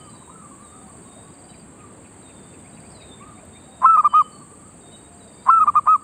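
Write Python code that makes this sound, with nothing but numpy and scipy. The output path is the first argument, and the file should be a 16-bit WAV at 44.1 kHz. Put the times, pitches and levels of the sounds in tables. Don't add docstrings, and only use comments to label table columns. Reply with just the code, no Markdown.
import sys
import numpy as np
from scipy import signal
from scipy.fft import rfft, irfft, next_fast_len
from scipy.io import wavfile
from scipy.ndimage import uniform_filter1d

SR = 44100
rng = np.random.default_rng(int(sys.argv[2]) if len(sys.argv) > 2 else 0)


def generate_wav(sig):
    pcm = np.round(np.clip(np.atleast_2d(sig).T, -1, 1) * 32767).astype(np.int16)
    wavfile.write(sys.argv[1], SR, pcm)


N = 265923
TIME = np.arange(N) / SR


def from_db(db):
    return 10 ** (np.asarray(db) / 20)


def rms_one(x):
    return x / np.sqrt(np.mean(x ** 2) + 1e-20)


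def db_at_hz(spectrum, hz):
    f, db = np.transpose(spectrum)
    return np.interp(np.log(np.maximum(hz, 1)), np.log(f), db)


def add(out, time_s, sound):
    i = int(round(time_s * SR))
    a, b = max(i, 0), min(i + len(sound), N)
    if b > a:
        out[a:b] += sound[a - i:b - i]


def butter(x, kind, hz, order=2):
    return signal.sosfilt(signal.butter(order, hz, kind, fs=SR, output="sos"), x)


def noise(gain_at_hz):
    size = next_fast_len(N)
    hz = np.arange(size // 2 + 1) * SR / size
    spectrum = rfft(rng.standard_normal(size)) * gain_at_hz(hz)
    return rms_one(irfft(spectrum, size)[:N])


def drift(rate_hz):
    step, warmup = 20, 2000
    pole = np.exp(-2 * np.pi * rate_hz * step / SR)
    white = rng.standard_normal(N // step + warmup + 2)
    slow = signal.lfilter([1], [1, -2 * pole, pole * pole], white)[warmup:]
    return np.interp(np.arange(N) / step, np.arange(len(slow)), rms_one(slow))


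def phase_of(hz):
    return 2 * np.pi * np.cumsum(hz) / SR


def progress(length_s):
    return np.linspace(0, 1, max(int(length_s * SR), 2))


def rasp(hz, width_hz):
    phase = phase_of(hz)
    flutter = butter(rng.standard_normal((2, len(hz))), "low", width_hz)
    return rms_one(flutter[0] * np.sin(phase) + flutter[1] * np.cos(phase))


def woodland_echo(x, t60_s=0.49, gap_s=0.006, scatter_db=13.5, dull_hz=4500):
    t = TIME[:SR]
    echoes = rng.standard_normal(SR) * from_db(scatter_db * rng.standard_normal(SR))
    echoes = butter(echoes * from_db(-60 * t / t60_s) * (t > gap_s), "band", (200, dull_hz), order=1)
    passband_gain = np.sqrt(np.sum(echoes ** 2) * SR / 2 / dull_hz)
    return signal.fftconvolve(x, echoes / passband_gain)[:N]


# (frequency [Hz], relative density [dB])
AIR_SPECTRUM = [(20, -28.5), (35, -16.5), (55, -7.5), (88, 0), (120, -2.5), (200, 0.5), (320, -4.5),
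                (600, -10.5), (1000, -13.5), (1600, -19.5), (2400, -24), (3200, -29), (4500, -33.5),
                (5600, -49)]
# (time [s], level [dB])
AIR_ENVELOPE = [(0.0, -46), (0.32, -47.5), (3.11, -45.5), (4.15, -48.5), (5.61, -47), (6.03, -50.5)]
def outdoor_air(trim_db=0.78, swell_db=1.5, top_hz=7000):
    air = noise(lambda f: from_db(db_at_hz(AIR_SPECTRUM, f)) / np.sqrt(1 + (f / top_hz) ** 8))
    for hz in np.geomspace(90, 720, num=8):
        band = butter(air, "band", (hz / 1.2, hz * 1.12), order=1)
        air = air + band * (from_db(swell_db * drift(9.3)) - 1)
    return air * from_db(np.interp(TIME, *np.transpose(AIR_ENVELOPE)) + trim_db)


# (frequency [Hz], relative density [dB])
CHORUS_SPECTRUM = [(5600, -39.5), (6200, -29.5), (6900, -13.5), (7650, -9.5), (8270, 3), (8700, -5.5),
                   (9100, -9.5), (9330, -11.5), (9600, -30), (10400, -31), (12000, -42.5), (14400, -36.5),
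                   (15300, -25)]
# (time [s], level [dB])
CHORUS_ENVELOPE = [(0.0, -50), (1.14, -49.5), (1.68, -52.5), (2.64, -50.5), (4.23, -53), (4.26, -50),
                   (6.03, -52.5)]
def insect_chorus(shimmer_db=0.63):
    hiss = noise(lambda f: from_db(db_at_hz(CHORUS_SPECTRUM, f)))
    return hiss * from_db(np.interp(TIME, *np.transpose(CHORUS_ENVELOPE)) + shimmer_db * drift(90))


def cricket(hz=7480, width_hz=51, level_db=-61.5):
    return from_db(level_db) * noise(lambda f: 1 / (1 + ((f - hz) / width_hz) ** 2))


# (last pip time [s], level [dB])
INSECT_TRILLS = [(.158, -61), (1.603, -59.5), (3.015, -59), (4.22, -61), (5.495, -60), (6.8, -60)]
def trilling_insect(period_s=0.0518, pip_s=0.018, pair_s=0.014, sweep=0.06, swell_db=11):
    out, u = np.zeros(N), progress(pip_s)
    # (last pip time [s], length [s], pitch [Hz], level [dB])
    loud = [(s, 0.42, 4694, db) for s, db in INSECT_TRILLS]
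    soft = [(s - 0.47, 0.87, 4605, db - 7) for s, db in INSECT_TRILLS]
    for last_s, length_s, hz, db in loud + soft:
        for before_s in np.arange(0, length_s, period_s):
            envelope = from_db(db - swell_db * (before_s / length_s) ** 2) * np.sin(np.pi * u)
            for offset_s in (-pair_s, 0):
                pip = rasp(hz * (1 + sweep * (0.5 - u)), width_hz=85)
                add(out, last_s - before_s + offset_s, envelope * pip)
    return out


def chirping_bird(first_s, gap_s, gap_ratio, count, length_s, from_hz, to_hz, width_hz, level_db):
    out, u = np.zeros(N), progress(length_s)
    gaps_s = gap_s * gap_ratio ** np.arange(count - 1)
    for s in first_s + np.append(0, np.cumsum(gaps_s)):
        chirp = rasp(from_hz + (to_hz - from_hz) * u, width_hz)
        add(out, s - length_s / 4, from_db(level_db) * np.sin(np.pi * u) * chirp)
    return out


# (time [s], start pitch [Hz], end pitch [Hz], level [dB])
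FALLING_WHISTLES = [(.075, 4620, 3775, -58.5), (.596, 4600, 3610, -59), (2.215, 4270, 3570, -58),
                    (2.912, 5800, 3562, -50.5), (3.589, 4270, 3700, -56), (5.182, 4350, 3657, -57.5)]
# (time [s], length [s], end pitch [Hz], level [dB])
PIPING_NOTES = [(0, 0.05, 3035, -49), (1.02, .27, 3730, -57), (1.49, 0.047, 3870, -54),
                (1.48, 0.05, 3030, -57), (2.457, 0.15, 3590, -58), (2.722, 0.045, 3850, -55),
                (3.209, 0.32, 3670, -65), (3.525, 0.08, 3668, -48), (4.076, 0.15, 3024, -42.5),
                (4.314, 0.091, 4450, -51), (4.807, 0.13, 3680, -55), (4.923, 0.044, 3755, -41),
                (4.911, 0.071, 2980, -54), (5.366, .05, 2310, -58), (5.41, 0.15, 3840, -60.5)]
def whistling_birds(whistle_s=0.28, pipe_slide=0.037, settle=0.07, waver=0.006, flicker_db=4.0):
    whistle_attack, pipe_attack = 0.16, 0.4
    notes = [(s, whistle_s, from_hz, to_hz, db, whistle_attack)
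             for s, from_hz, to_hz, db in FALLING_WHISTLES]
    notes += [(s, length_s, hz * (1 + pipe_slide), hz, db, pipe_attack)
              for s, length_s, hz, db in PIPING_NOTES]
    out, wobble = np.zeros(N), drift(60)
    for s, length_s, from_hz, to_hz, db, attack in notes:
        u = progress(length_s)
        hz = to_hz + (from_hz - to_hz) * (1 - u) / (1 + u / settle)
        hz *= 1 + waver * np.interp(s + u * length_s, TIME, wobble)
        swell = np.sqrt(np.minimum(u / attack, 1) * (1 - u ** 2))
        add(out, s, from_db(db) * swell * np.sin(phase_of(hz)))
    return out * from_db(flicker_db * drift(26))


# (time [s], length [s], top pitch [Hz], level [dB])
FAR_ZEBRA_COOS = [(-.06, 0.16, 1257, -49.5), (.13, 0.043, 1035, -47.5), (.21, 0.019, 1067, -44),
                  (.275, 0.039, 1034, -47), (.285, 0.13, 1335, -48), (.41, 0.057, 1205, -44.5),
                  (.51, 0.042, 1138, -48), (.59, 0.083, 1203, -48.5), (.70, .14, 1289, -51),
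                  (.87, 0.092, 1156, -53), (1.04, 0.114, 1145, -53.5), (1.22, 0.098, 1138, -53.5),
                  (1.73, 0.13, 1243, -50.5), (3.20, 0.14, 1246, -49.5), (4.32, 0.057, 1197, -47),
                  (4.40, 0.042, 1165, -48.5), (4.50, 0.044, 1212, -46), (4.62, 0.095, 1280, -54.5)]
# (time [s], length [s], top pitch [Hz], level [dB])
FAR_DEEP_COOS = [(.72, 0.25, 765, -54.5), (1.08, 0.11, 719, -50), (1.34, 0.28, 729, -55.5),
                 (2.66, 0.35, 713, -57), (3.35, .1, 737, -51.5), (3.66, 0.16, 776, -53.5),
                 (4.83, 0.13, 712, -50), (5.06, 0.27, 708, -56)]
def far_doves(flicker_db=3.3):
    out = np.zeros(N)
    for coos, scoop, sag in ((FAR_ZEBRA_COOS, 0.1686, 0.1), (FAR_DEEP_COOS, 0.03, 0.3)):
        for s, length_s, top_hz, db in coos:
            u = progress(length_s)
            arch = 1 - np.where(u < 0.5, scoop, sag) * (2 * u - 1) ** 2
            envelope = from_db(db) * signal.windows.tukey(len(u), 0.2)
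            add(out, s, envelope * np.sin(phase_of(top_hz * arch)))
    return out * from_db(flicker_db * drift(35))


def perch_tick(time_s=3.453, t60_s=0.013, level_db=-48.5):
    out, t = np.zeros(N), TIME[:SR // 20]
    add(out, time_s, from_db(level_db - 60 * t / t60_s) * rng.standard_normal(len(t)))
    return butter(out, "band", (5500, 15000))


# (frequency [Hz], level re fundamental [dB])
OVERTONE_SPECTRUM = [(2050, -34.5), (2480, -34.5), (2660, -39), (3200, -46.5), (3700, -47.5), (3980, -60),
                     (5350, -80.5), (5850, -56), (6100, -49), (6600, -64), (8500, -57.5), (10000, -81)]
def syrinx(pitch_hz, swing, overtone_db, flutter=0.0017, shimmer_db=0.23, full_swing_db=-8.0):
    phase = phase_of(pitch_hz * (1 + flutter * drift(120)))
    level = uniform_filter1d(uniform_filter1d(swing, size=60), size=50)
    level *= from_db(shimmer_db * drift(90))
    overtones = sum(from_db(db_at_hz(OVERTONE_SPECTRUM, k * pitch_hz) + overtone_db) * np.sin(k * phase)
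                    for k in range(2, 10))
    brightness = np.clip(level / from_db(full_swing_db), 0, 1) ** 1.2
    return level * (np.sin(phase) + brightness * overtones)


def arched_note(length_s, top_hz, db, scoop, drop, drop_power, attack_s, release_s=0.01, fade_db_s=17.5):
    u = progress(length_s)
    t = u * length_s
    pitch_hz = top_hz * (1 - scoop * (1 - u) ** 5.5 - drop * u ** drop_power)
    swing = from_db(db - fade_db_s * t) * np.tanh(t / attack_s) * np.tanh(t[::-1] / release_s)
    return pitch_hz, swing


# (start [s], end [s], top pitch [Hz], level [dB], pitch drop [share], creak length [s])
OPENING_NOTES = [(3.856, 3.975, 1321, -8, .17, .025), (5.498, 5.604, 1332, -9, .10, 0.021)]
# (start [s], end [s], top pitch [Hz], level [dB], creak length [s], creak level [dB])
ROLLING_NOTES = [(3.972, 4.014, 1254, -7, 0.0071, -14.5), (4.043, 4.080, 1215, -6, .006, -13),
                 (4.137, 4.224, 1262, -7, .006, -14), (5.599, 5.647, 1277, -7.7, 0, -16),
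                 (5.671, 5.704, 1217, -6.5, .006, -12.5), (5.753, 5.799, 1236, -7, 0.0042, -13.5),
                 (5.872, 5.966, 1286, -7.5, 0.0073, -10)]
def dove_coo(throbs_per_note=2.6, throb_db=1.8, accent_db=3, accent_s=0.026):
    swing, weighted_hz = np.zeros(N), np.zeros(N)
    for start_s, end_s, top_hz, db, drop, _ in OPENING_NOTES:
        length_s = end_s - start_s
        hz, level = arched_note(length_s, top_hz, db, scoop=0.012, drop=drop,
                                drop_power=8, attack_s=0.0023)
        u = progress(length_s)
        level *= from_db(throb_db * np.cos(2 * np.pi * throbs_per_note * u))
        level *= from_db(accent_db * np.exp(-u * length_s / accent_s))
        add(swing, start_s, level)
        add(weighted_hz, start_s, level * hz)
    for start_s, end_s, top_hz, db, _, _ in ROLLING_NOTES:
        hz, level = arched_note(end_s - start_s, top_hz, db, scoop=0.092, drop=0.21,
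                                drop_power=6.5, attack_s=0.0076)
        add(swing, start_s, level)
        add(weighted_hz, start_s, level * hz)
    return syrinx(weighted_hz / np.maximum(swing, 1e-12), swing, overtone_db=1.0)


YELP_S = 0.014
def dove_yelp(from_hz=1000, to_hz=1101, attack_s=0.0076, ring_hz=1035, ring_s=0.022, ring_t60_s=0.04):
    pitch_hz, swing = np.zeros(N), np.zeros(N)
    t = progress(YELP_S + ring_s) * (YELP_S + ring_s)
    sung = t < YELP_S
    rise_hz = from_hz + (to_hz - from_hz) * t / YELP_S
    swell = from_db(-2) * np.tanh(t / attack_s)
    ring = from_db(-14 - 60 * (t - YELP_S) / ring_t60_s)
    for start_s, *_ in OPENING_NOTES:
        add(pitch_hz, start_s - YELP_S, np.where(sung, rise_hz, ring_hz))
        add(swing, start_s - YELP_S, np.where(sung, swell, ring))
    return syrinx(np.maximum(pitch_hz, from_hz), uniform_filter1d(swing, size=110), overtone_db=-2.5)


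# (frequency [Hz], level [dB], t60 [s])
THROAT_MODES = [(786, -30.5, 0.0047), (1040, -2.5, 0.036), (1158, -18, 0.021)]
def throat(pulses, low_hz=780, high_hz=1300):
    t = TIME[:SR // 20]
    ring = sum(from_db(db - 60 * t / t60_s) * np.sin(2 * np.pi * hz * t)
               for hz, db, t60_s in THROAT_MODES)
    rung = signal.fftconvolve(pulses, ring)[:N]
    return butter(butter(rung, "high", low_hz, order=4), "low", high_hz)


def dove_creak(first_gap_s=0.0034, last_gap_s=0.0023, jitter=0.057, overlap_s=0.0026, swell_db=9):
    lone_lead_s, lone_db, lone_db_per_s = 0.007, -11, -480
    yelp_creak_db = -11
    creaks = [(s - YELP_S, length_s, yelp_creak_db) for s, *_, length_s in OPENING_NOTES]
    creaks += [(s, length_s, db) for s, *_, length_s, db in ROLLING_NOTES if length_s > overlap_s]
    pulses = np.zeros(N)
    for note_s, length_s, db in creaks:
        start_s, end_s = note_s - length_s, note_s + overlap_s
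        add(pulses, start_s - lone_lead_s, from_db([db + lone_db + lone_db_per_s * length_s]))
        s = start_s
        for chance in rng.standard_normal(24):
            u = (s - start_s) / (end_s - start_s)
            if u < 1:
                add(pulses, s, from_db([db - swell_db * (1 - u)]))
                s += (first_gap_s + u * (last_gap_s - first_gap_s)) * (1 + jitter * chance)
    return throat(pulses)


def scene():
    near = dove_coo() + dove_yelp() + from_db(3) * dove_creak() + perch_tick()
    doves, whistles, trills = far_doves(), whistling_birds(), trilling_insect()
    chips = chirping_bird(first_s=1.535, gap_s=0.26, gap_ratio=0.975, count=8, length_s=0.032,
                          from_hz=2830, to_hz=2245, width_hz=146, level_db=-55.5)
    chirps = chirping_bird(first_s=2.65, gap_s=0.184, gap_ratio=0.99, count=6, length_s=0.056,
                           from_hz=2000, to_hz=2610, width_hz=85, level_db=-56.5)
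    # (source, direct gain [dB], echo send [dB])
    mix = [(near, 0, -28), (doves, -0.5, -3.5), (whistles, -2.5, -3),
           (chips + chirps, 0, -6.5), (trills, 0.5, -5)]
    direct = sum(from_db(db) * source for source, db, _ in mix)
    echo = woodland_echo(sum(from_db(db) * source for source, _, db in mix))
    return (direct + echo + outdoor_air() + insect_chorus() + cricket())[None]


def record(dry):
    cutoff_hz = 15520
    return signal.sosfilt(signal.ellip(12, 0.1, 90, cutoff_hz, fs=SR, output="sos"), dry)


dry = scene()
out = record(dry)
generate_wav(out)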